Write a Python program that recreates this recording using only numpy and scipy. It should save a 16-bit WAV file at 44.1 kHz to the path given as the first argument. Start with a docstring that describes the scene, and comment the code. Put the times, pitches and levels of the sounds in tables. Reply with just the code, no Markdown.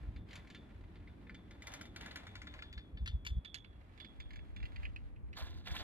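"""A chairlift over a quiet snow slope: wind buffets the microphone, the rope rumbles through the hanger.
Wind and rope are coloured noise, the wind with single low swirls added; faint noise makes the air.
An empty chair comes from ahead on the right and passes: noise bursts clack, chatter, and tubing rings.
Near the end the rider's seat is scraped in two bouts, built from many tiny random slips."""
import sys
import numpy as np
from scipy import signal
from scipy.fft import rfft, irfft, next_fast_len
from scipy.io import wavfile
from scipy.ndimage import uniform_filter1d, map_coordinates

SR = 44100
rng = np.random.default_rng(int(sys.argv[2]) if len(sys.argv) > 2 else 0)


def unload_audio(sound):
    """Save the sound as a 16-bit wav file, at the path given as the first command line argument."""
    columns = np.transpose(np.atleast_2d(sound))
    # keep every value between -1 and 1, then stretch to whole-number steps
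    steps = np.round(np.clip(columns, -1, 1) * 32767)
    wavfile.write(sys.argv[1], SR, steps.astype(np.int16))


N = 257089
T = np.arange(N) / SR  # seconds

# Strongest eddies at the microphone. Each row: centre in seconds, level in dB, smaller swirls in dB re eddy.
BUFFETS = [(.09, -39, -16), (.175, -39, -16), (2.78, -39.5, -16), (2.949, -39, -13), (3.028, -32, -14),
           (3.151, -28, -17), (3.321, -31, -17), (3.378, -30, -10), (4.2, -41, -20), (4.64, -35, -19),
           (5.244, -37.5, -24), (5.431, -34, -17), (5.723, -33, -9)]
# Gusts over the breeze. Each row: start in seconds, length in seconds, level in dB.
GUSTS = [(.03, .22, -49), (.3, 2.6, -59), (3.05, .34, -46.5), (4.25, 1.6, -48)]
# Spectrum of the wind flutter. Each row: frequency in Hz, gain in dB.
WIND_SPECTRUM = [(20, -24.5), (32, -3), (42, 10.5), (65, 10), (100, 6), (140, -7.5), (220, -16), (500, -63)]
# Wind changing side. 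Each row: time in seconds, lead of the left port in radians.
LEFT_PORT_LEAD = [(4.0, -.5), (4.15, 2.2)]
BREEZE_DB, GUST_RISE_S, GUST_FALL_S = -58.5, .08, .01
EDDY_HZ = 59.8

# Rope rumble. Each row: time in seconds, mean level in dB.
ROPE_LEVEL = [(0, -59.5), (1.4, -61), (2.15, -58), (2.7, -61.5), (3.7, -65.5), (4.5, -63), (5.83, -62)]
# Hanger resonances heard in the rumble. Each row: frequency in Hz, gain in dB.
ROPE_SPECTRUM = [(70, -9), (130, -2.5), (185, 2), (235, -1.5), (295, 0.5), (370, -8), (500, -16),
                 (900, -28), (2000, -71.5)]
ROPE_WAVER_DB = 1.7  # rms

# Spectrum of the air. Each row: frequency in Hz, gain in dB.
AIR_SPECTRUM = [(500, 3), (1000, -2), (2500, -11.5), (3500, -28), (6000, -33), (11300, -29), (13000, -34)]

# Fine chatter between clacks. Each row: time in seconds, level in dB before CHATTER_GAIN_DB.
CHATTER_LEVEL = [(0.0, -73.5), (0.25, -85), (0.31, -68.5), (0.42, -75), (1.5, -81.5), (1.6, -75),
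                 (1.75, -61.5), (1.9, -77), (2.05, -67), (3.5, -93), (3.86, -79), (4.5, -80.5), (4.8, -76),
                 (5.3, -92.5)]
# Spectrum of the chatter. Each row: frequency in Hz, gain in dB.
CHATTER_SPECTRUM = [(300, -9.5), (600, 5), (1200, -0.5), (2000, 0.5), (3000, -7), (3500, -6), (5500, -20),
                    (11000, -28)]
CHATTER_GAIN_DB = 4.5

# Loose parts striking the passing chair's frame, often in pairs. Each row: time in seconds, knock in dB,
# mid band in dB re knock, top band in dB re mid band, tubing ring in dB.
CLACKS = [(.162, -64.5, -4, -17, -71), (0.287, -71.5, 2.5, -15, -87), (0.309, -64.5, 3, -16, -89),
          (.330, -57.5, -3, -8, -82), (.355, -55.5, -4, -2.5, -65), (0.472, -67, -3, -9, -91),
          (.501, -61, -1, -9, -70), (.547, -58.5, -2, -11, -62), (0.956, -68, -3, -17, -77),
          (1.074, -63, -12.5, -24, -76), (1.268, -64.5, -17, -20, -76), (1.295, -54.5, -14, -15, -85),
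          (1.345, -60.5, -2.5, -8, -66.5), (1.509, -62.5, -4.5, -3.5, -70.5),
          (1.621, -57.5, -5.5, 0.5, -65.5), (1.670, -53.5, -5.5, 5, -59.5), (1.718, -61, -2.5, 1, -64),
          (1.737, -53.5, -5, 6.5, -67), (1.811, -53, -5, 0.5, -68), (1.854, -64.5, -1, -3, -66),
          (1.961, -52.5, 0, -5.5, -62.5), (2.009, -54.5, 0.5, -8, -64), (2.060, -52, -5.5, -5, -62),
          (2.11, -58, 3.5, -13.5, -69), (2.158, -48.5, -2.5, -5, -60), (2.268, -54.5, -6.5, -7, -60),
          (2.354, -52.5, -2, -9.5, -62), (2.417, -54, -6.5, -5.5, -80), (2.470, -53.5, -4.5, -13.5, -58),
          (2.538, -58.5, -0.5, -13, -73), (2.590, -55, -8, -16.5, -65), (2.622, -52, -1.5, -16, -56),
          (2.727, -59.5, 1, -12, -59), (2.777, -55.5, -1, -20, -62.5), (2.972, -60.5, -1.5, -34, -66),
          (3.059, -52, -1.5, -10, -57.5), (3.075, -49, 2, -14.5, -59), (3.250, -56, -3, -2, -66),
          (3.265, -47, 3.5, -9.5, -55), (3.448, -58, 0, -15.5, -54.5), (3.543, -53.5, 5, -8.5, -54.5),
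          (3.645, -63.5, -4.5, -24, -75), (3.976, -67.5, -4, -12, -71.5), (4.001, -61.5, 2, -21, -56),
          (4.046, -62, 0, -23, -65), (4.201, -57, -5, -9, -58), (4.306, -61, -4.5, -18, -80),
          (4.333, -61.5, -5.5, -11, -73), (4.358, -60, -7, -6.5, -66), (4.390, -62.5, -11, -17, -80),
          (4.563, -57, -10, -7, -64), (4.602, -63, -9, -18, -90), (4.628, -55.5, -6.5, -18, -79),
          (4.654, -55, -8, -17, -68), (4.76, -55, -6.5, -17, -71), (4.831, -56.5, -14, -16, -86),
          (4.853, -49.5, -20, -12.5, -76), (4.962, -59, -6.5, -16, -101), (5.162, -73.5, -14, -20, -100),
          (5.33, -59.5, -8, -12, -92)]
# Spectrum of a knock. Each row: frequency as a multiple of its pitch, gain in dB.
KNOCK_SPECTRUM = [(.1, -18), (.3, -23), (.55, -7.5), (.8, 3.5), (1, -1), (1.174, 3.5), (1.6, -48.5)]
# Spectrum of a clack's mid band. Each row: frequency in Hz, gain in dB.
MID_SPECTRUM = [(1900, -33.5), (2900, 5), (3700, 0), (4800, -0.5), (6500, -29)]
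# Spectrum of a clack's top band. Each row: frequency in Hz, gain in dB.
TOP_SPECTRUM = [(3500, -14), (5500, 8), (7400, 5), (9000, -18.5), (10500, 1.5), (12000, -6.5), (13200, -22)]
# Pitch of the knocking part. Each row: time in seconds, pitch in Hz.
KNOCK_PITCH = [(0, 2227), (2.3, 1950), (3.1, 2313), (4.3, 2150), (4.9, 2545)]
# Ping on the knock's pitch. Each row: time in seconds, half its starting amplitude in dB re knock.
PING = [(4.5, 0.5), (4.76, -1), (4.85, 3.5), (4.96, 13.5), (5.3, 3)]
# Close, beating modes of steel tubing. Each row: nominal frequency in Hz, mean level in dB, nominal t60 in seconds.
TUBE_MODES = [(3360, -8, .68), (3414, -3, .42), (3472, -2, .25), (3529, 1, .26), (3618, -4, .23)]
# Fall of the ring from blow to blow as the chair goes by. Each row: time in seconds, pitch ratio.
RING_PITCH = [(2.6, 1.013), (3.1, 1.001), (4.2, .99)]
# Quickly damped resonances of the chair frame: each entry a frequency in Hz.
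FRAME_HZ = [1036, 1395, 1738, 2034, 2308, 2746, 3083, 3954, 4178, 4560, 6650, 7225]
# Stereo balance of the passing chair. Each row: time in seconds, left minus right in dB.
BALANCE = [(0, -0.5), (3.27, 3.5), (3.45, -9), (4, -9.5), (4.2, -5)]
PING_DECAY_S = 0.0051
BODY_S, BODY_S_PER_M = .0036, .00032  # knock decay up close, and added smear per metre of distance
SPEED_M_S, GAP_M, LEVEL_S = 4.6, 4.4, 4.22  # closing speed, gap between ropes, moment of drawing level
HEADING_RAD, PORTS_S = .2, .00044  # microphone turned right of the line; travel time between its ports

# Scrape strokes on the seat. Each row: start in seconds, length in seconds, gain in dB.
SCRAPES = [(5.374, 0.031, -48), (5.45, 0.019, -56), (5.51, 0.077, -64), (5.57, 0.075, -72),
           (5.672, 0.0095, -46), (5.715, 0.014, -51), (5.754, 0.0024, -44), (5.796, 0.015, -48.5)]
# Spectrum of the scrape. Each row: frequency in Hz, gain in dB.
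SCRAPE_SPECTRUM = [(240, -14), (450, -1.5), (700, 7), (1250, 0), (1650, 4), (2600, -0.5), (3100, 0),
                   (3550, 7.5), (4600, -0.5), (7500, -13.5), (10800, -23.5), (12200, -11.5), (13200, -35)]
SCRAPE_ATTACK_S, SCRAPE_RELEASE_S = 0.0085, 0.032

TOP_HZ = 13100


def undb(db):
    """Decibels to gain."""
    return 10 ** (np.asarray(db) / 20)


def curve(rows):
    """Join the (s, value) rows by straight lines in time."""
    return np.interp(T, *np.transpose(rows))


def unit(x):
    """Scale to rms 1."""
    return x / np.sqrt(np.mean(x ** 2))


def colour(x, points):
    """Minimum-phase filter through (Hz, dB) points, made by folding the cepstrum."""
    hz, db = np.transpose(points)
    size = 8192
    f = np.maximum(np.fft.rfftfreq(size, 1 / SR), 1)
    log_gain = np.interp(np.log(f), np.log(hz), np.log(undb(db)))
    cepstrum = irfft(log_gain)
    cepstrum[1:size // 2] *= 2
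    cepstrum[size // 2 + 1:] = 0
    impulse = irfft(np.exp(rfft(cepstrum)))
    return signal.fftconvolve(x, impulse)[:len(x)]


def walk(rate_hz):
    """Slow smooth random drift of rms 1."""
    k = int(SR / rate_hz)
    held = np.repeat(rng.standard_normal(N // k + 1), k)
    smooth = uniform_filter1d(uniform_filter1d(held, k), k)
    return unit(smooth[:N])


def noise(points):
    """Coloured noise of rms 1."""
    return unit(colour(rng.standard_normal(N), points))


def apart(x):
    """Opposite signs left and right."""
    return np.array([x, -x])


def swells(rows, attack_s, release_s):
    """Envelope of (s, length s, dB) events that rise, hold and die away; their powers add."""
    power = 0
    for s, length_s, db in rows:
        early_s = np.maximum(s - T, 0)
        late_s = np.maximum(T - s - length_s, 0)
        power = power + (undb(db) * np.exp(-early_s / attack_s - late_s / release_s)) ** 2
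    return np.sqrt(power)


def wind(eddy_s=0.011):
    """Turbulence at the microphone ports: low flutter, and single eddies a few cycles long."""
    strength = np.hypot(undb(BREEZE_DB), swells(GUSTS, GUST_RISE_S, GUST_FALL_S))
    analytic = signal.hilbert(noise(WIND_SPECTRUM), next_fast_len(N))[:N]
    flutter = analytic * strength * undb(1.6 * walk(9.4))
    for (s, db, small_db), turn in zip(BUFFETS, rng.random(len(BUFFETS))):
        near = np.abs(T - s) < 5 * eddy_s
        t = T[near] - s
        swirl = np.exp(2j * np.pi * (EDDY_HZ * t + turn))
        small = swirl ** 2 + .5 * swirl ** 3  # turning two and three times as fast
        envelope = undb(db) * np.exp(-.5 * (t / eddy_s) ** 2)
        flutter[near] += envelope * (swirl + undb(small_db) * small)
    return np.real(flutter * np.exp(.5j * apart(curve(LEFT_PORT_LEAD))))


def rope():
    """The running rope shakes the hanger, which booms in broad low resonances."""
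    rumble = noise(ROPE_SPECTRUM) + undb(-12.0) * apart(noise(ROPE_SPECTRUM))
    return rumble * undb(curve(ROPE_LEVEL) + ROPE_WAVER_DB * walk(11))


def air():
    """Faint wide hush of slope and forest: independent noise left and right."""
    sides = np.array([noise(AIR_SPECTRUM), noise(AIR_SPECTRUM)])
    return sides * undb(-69.5 + 0.49 * walk(3.4))


def ahead(s):
    """Metres by which the other chair is still ahead; negative once past."""
    return SPEED_M_S * (LEVEL_S - s)


def from_chair(x):
    """Place a sound at the chair's bearing by the lag between ports and the stereo balance."""
    bearing_rad = np.arctan2(GAP_M, ahead(T))
    lag_s = PORTS_S * np.sin(bearing_rad - HEADING_RAD)
    left = map_coordinates(x, [(T - lag_s) * SR], order=3)
    gains = unit(undb(apart(curve(BALANCE)) / 2))
    return gains * np.array([left, x])


def frame(x, width_hz=55, boost_db=4):
    """The chair frame's resonances colour whatever shakes it."""
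    ringing = sum(signal.lfilter(*signal.iirpeak(hz, hz / width_hz, SR), x) for hz in FRAME_HZ)
    return x + undb(boost_db) * ringing


def grains(rate_hz, spread_db, decay_s):
    """Tiny random slips, each a short noise burst, a few much stronger than the rest; rms 1."""
    strength = undb(spread_db * np.minimum(rng.exponential(size=N), 4))
    size = (rng.random(N) < rate_hz / SR) * strength
    power = signal.lfilter([1], [1, -np.exp(-2 / (decay_s * SR))], size ** 2)
    return unit(np.sqrt(power) * rng.standard_normal(N))


def chatter():
    """Small parts of the passing chair tremble in fits; part of that arrives from all sides."""
    ticks = unit(frame(colour(grains(rate_hz=130, spread_db=3.6, decay_s=.007), CHATTER_SPECTRUM)))
    diffuse = np.array([noise(CHATTER_SPECTRUM), noise(CHATTER_SPECTRUM)])
    fits_db = 1.8 * walk(20)
    level = undb(curve(CHATTER_LEVEL) + CHATTER_GAIN_DB + fits_db)
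    return (from_chair(ticks) + undb(3.0) * diffuse) * level


def tube(t):
    """Decaying modes of steel tubing; every call varies their levels, tuning and phases a little."""
    hz, db, t60_s = np.transpose(TUBE_MODES)[:, :, None]
    size_db, detune, turn = rng.standard_normal((3, len(TUBE_MODES), 1))
    hz = hz * (1 + .002 * detune)
    decay = undb(db + 2 * size_db - 60 * t / t60_s)
    return np.sum(decay * np.sin(2 * np.pi * (hz * t + turn)), axis=0)


def blow(t, points, body_s, rebounds_s, attack_s=.0006, crack_s=.002,
         tail_per_body=5, tail_db=-18, rebound_db=-8):
    """A crack, the part's knock, ever weaker rebounds and a frame clatter; rms 1 over the first 14 ms."""
    rebounds = sum((t > s) * np.exp(-np.abs(t - s) / crack_s) / (k + 1)
                   for k, s in enumerate(rebounds_s))
    shape = np.exp(-t / crack_s) + np.exp(-t / body_s)
    shape = shape + undb(rebound_db) * rebounds
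    shape = shape + undb(tail_db) * np.exp(-t / (tail_per_body * body_s))
    attack = 1 - np.exp(-t / attack_s)
    x = frame(colour(shape * attack * rng.standard_normal(len(t)), points))
    return x / np.sqrt(np.mean(x[t < .014] ** 2))


def passing_chair():
    """Loose parts knock on the frame and tubing rings on; distance smears each knock."""
    t, short = T[:SR // 2], T[:SR // 5]
    direct, scattered = np.zeros((2, N + len(t)))
    for s, db, mid_db, top_db, ring_db in CLACKS:
        i = int(s * SR)
        hz = np.interp(s, *np.transpose(KNOCK_PITCH))
        body_s = BODY_S + BODY_S_PER_M * np.hypot(GAP_M, ahead(s))
        rebounds_s = np.cumsum(rng.uniform(.005, .014, size=4))
        knock_spectrum = np.array(KNOCK_SPECTRUM) * [hz, 1]
        for path in (direct, scattered):
            low = blow(short, knock_spectrum, body_s, rebounds_s)
            mid = blow(short, MID_SPECTRUM, body_s, rebounds_s)
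            top = blow(short, TOP_SPECTRUM, body_s, rebounds_s)
            path[i:i + len(short)] += undb(db) * (low + undb(mid_db) * (mid + undb(top_db) * top))
        ping_gain = 2 * undb(db + np.interp(s, *np.transpose(PING)))
        ping = ping_gain * np.exp(-t / PING_DECAY_S) * np.sin(2 * np.pi * hz * t)
        ring = undb(ring_db) * tube(t * np.interp(s, *np.transpose(RING_PITCH)))
        direct[i:i + len(t)] += ping + ring
    return from_chair(direct[:N]) + undb(-16) * apart(scattered[:N])


def crackle():
    """Slips of every size: each octave crackles at its own moments."""
    edges_hz = SR / 3 / 2. ** np.arange(7)
    total = 0
    for high, low in zip(edges_hz, edges_hz[1:]):
        octave = signal.butter(2, [low, high], "bandpass", fs=SR, output="sos")
        total = total + signal.sosfilt(octave, grains(rate_hz=380, spread_db=3.0, decay_s=.004))
    return total


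def scrape(lag_ms=.09, pan_db=-3.5):
    """Slips on the seat run together into a crunch, which also sets tubing ringing."""
    slips = crackle()
    ring = unit(signal.fftconvolve(slips, tube(T[:SR // 2]))[:N])
    crunch = unit(frame(colour(slips, SCRAPE_SPECTRUM), boost_db=0))
    x = crunch + undb(-9.5) * ring
    late = np.roll(x, int(round(lag_ms * SR / 10 ** 3)))
    pair = np.array([x * undb(pan_db / 2), late * undb(-pan_db / 2)])
    wide = undb(-12.0) * apart(noise(SCRAPE_SPECTRUM))
    return (pair + wide) * swells(SCRAPES, SCRAPE_ATTACK_S, SCRAPE_RELEASE_S)


def scene():
    """Everything that reaches the rider."""
    return wind() + rope() + air() + chatter() + passing_chair() + scrape()


def record(dry):
    """The phone cuts the top: a steep low-pass at TOP_HZ."""
    return signal.sosfilt(signal.ellip(8, .2, 70, TOP_HZ, fs=SR, output="sos"), dry)


dry = scene()
out = record(dry)
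unload_audio(out)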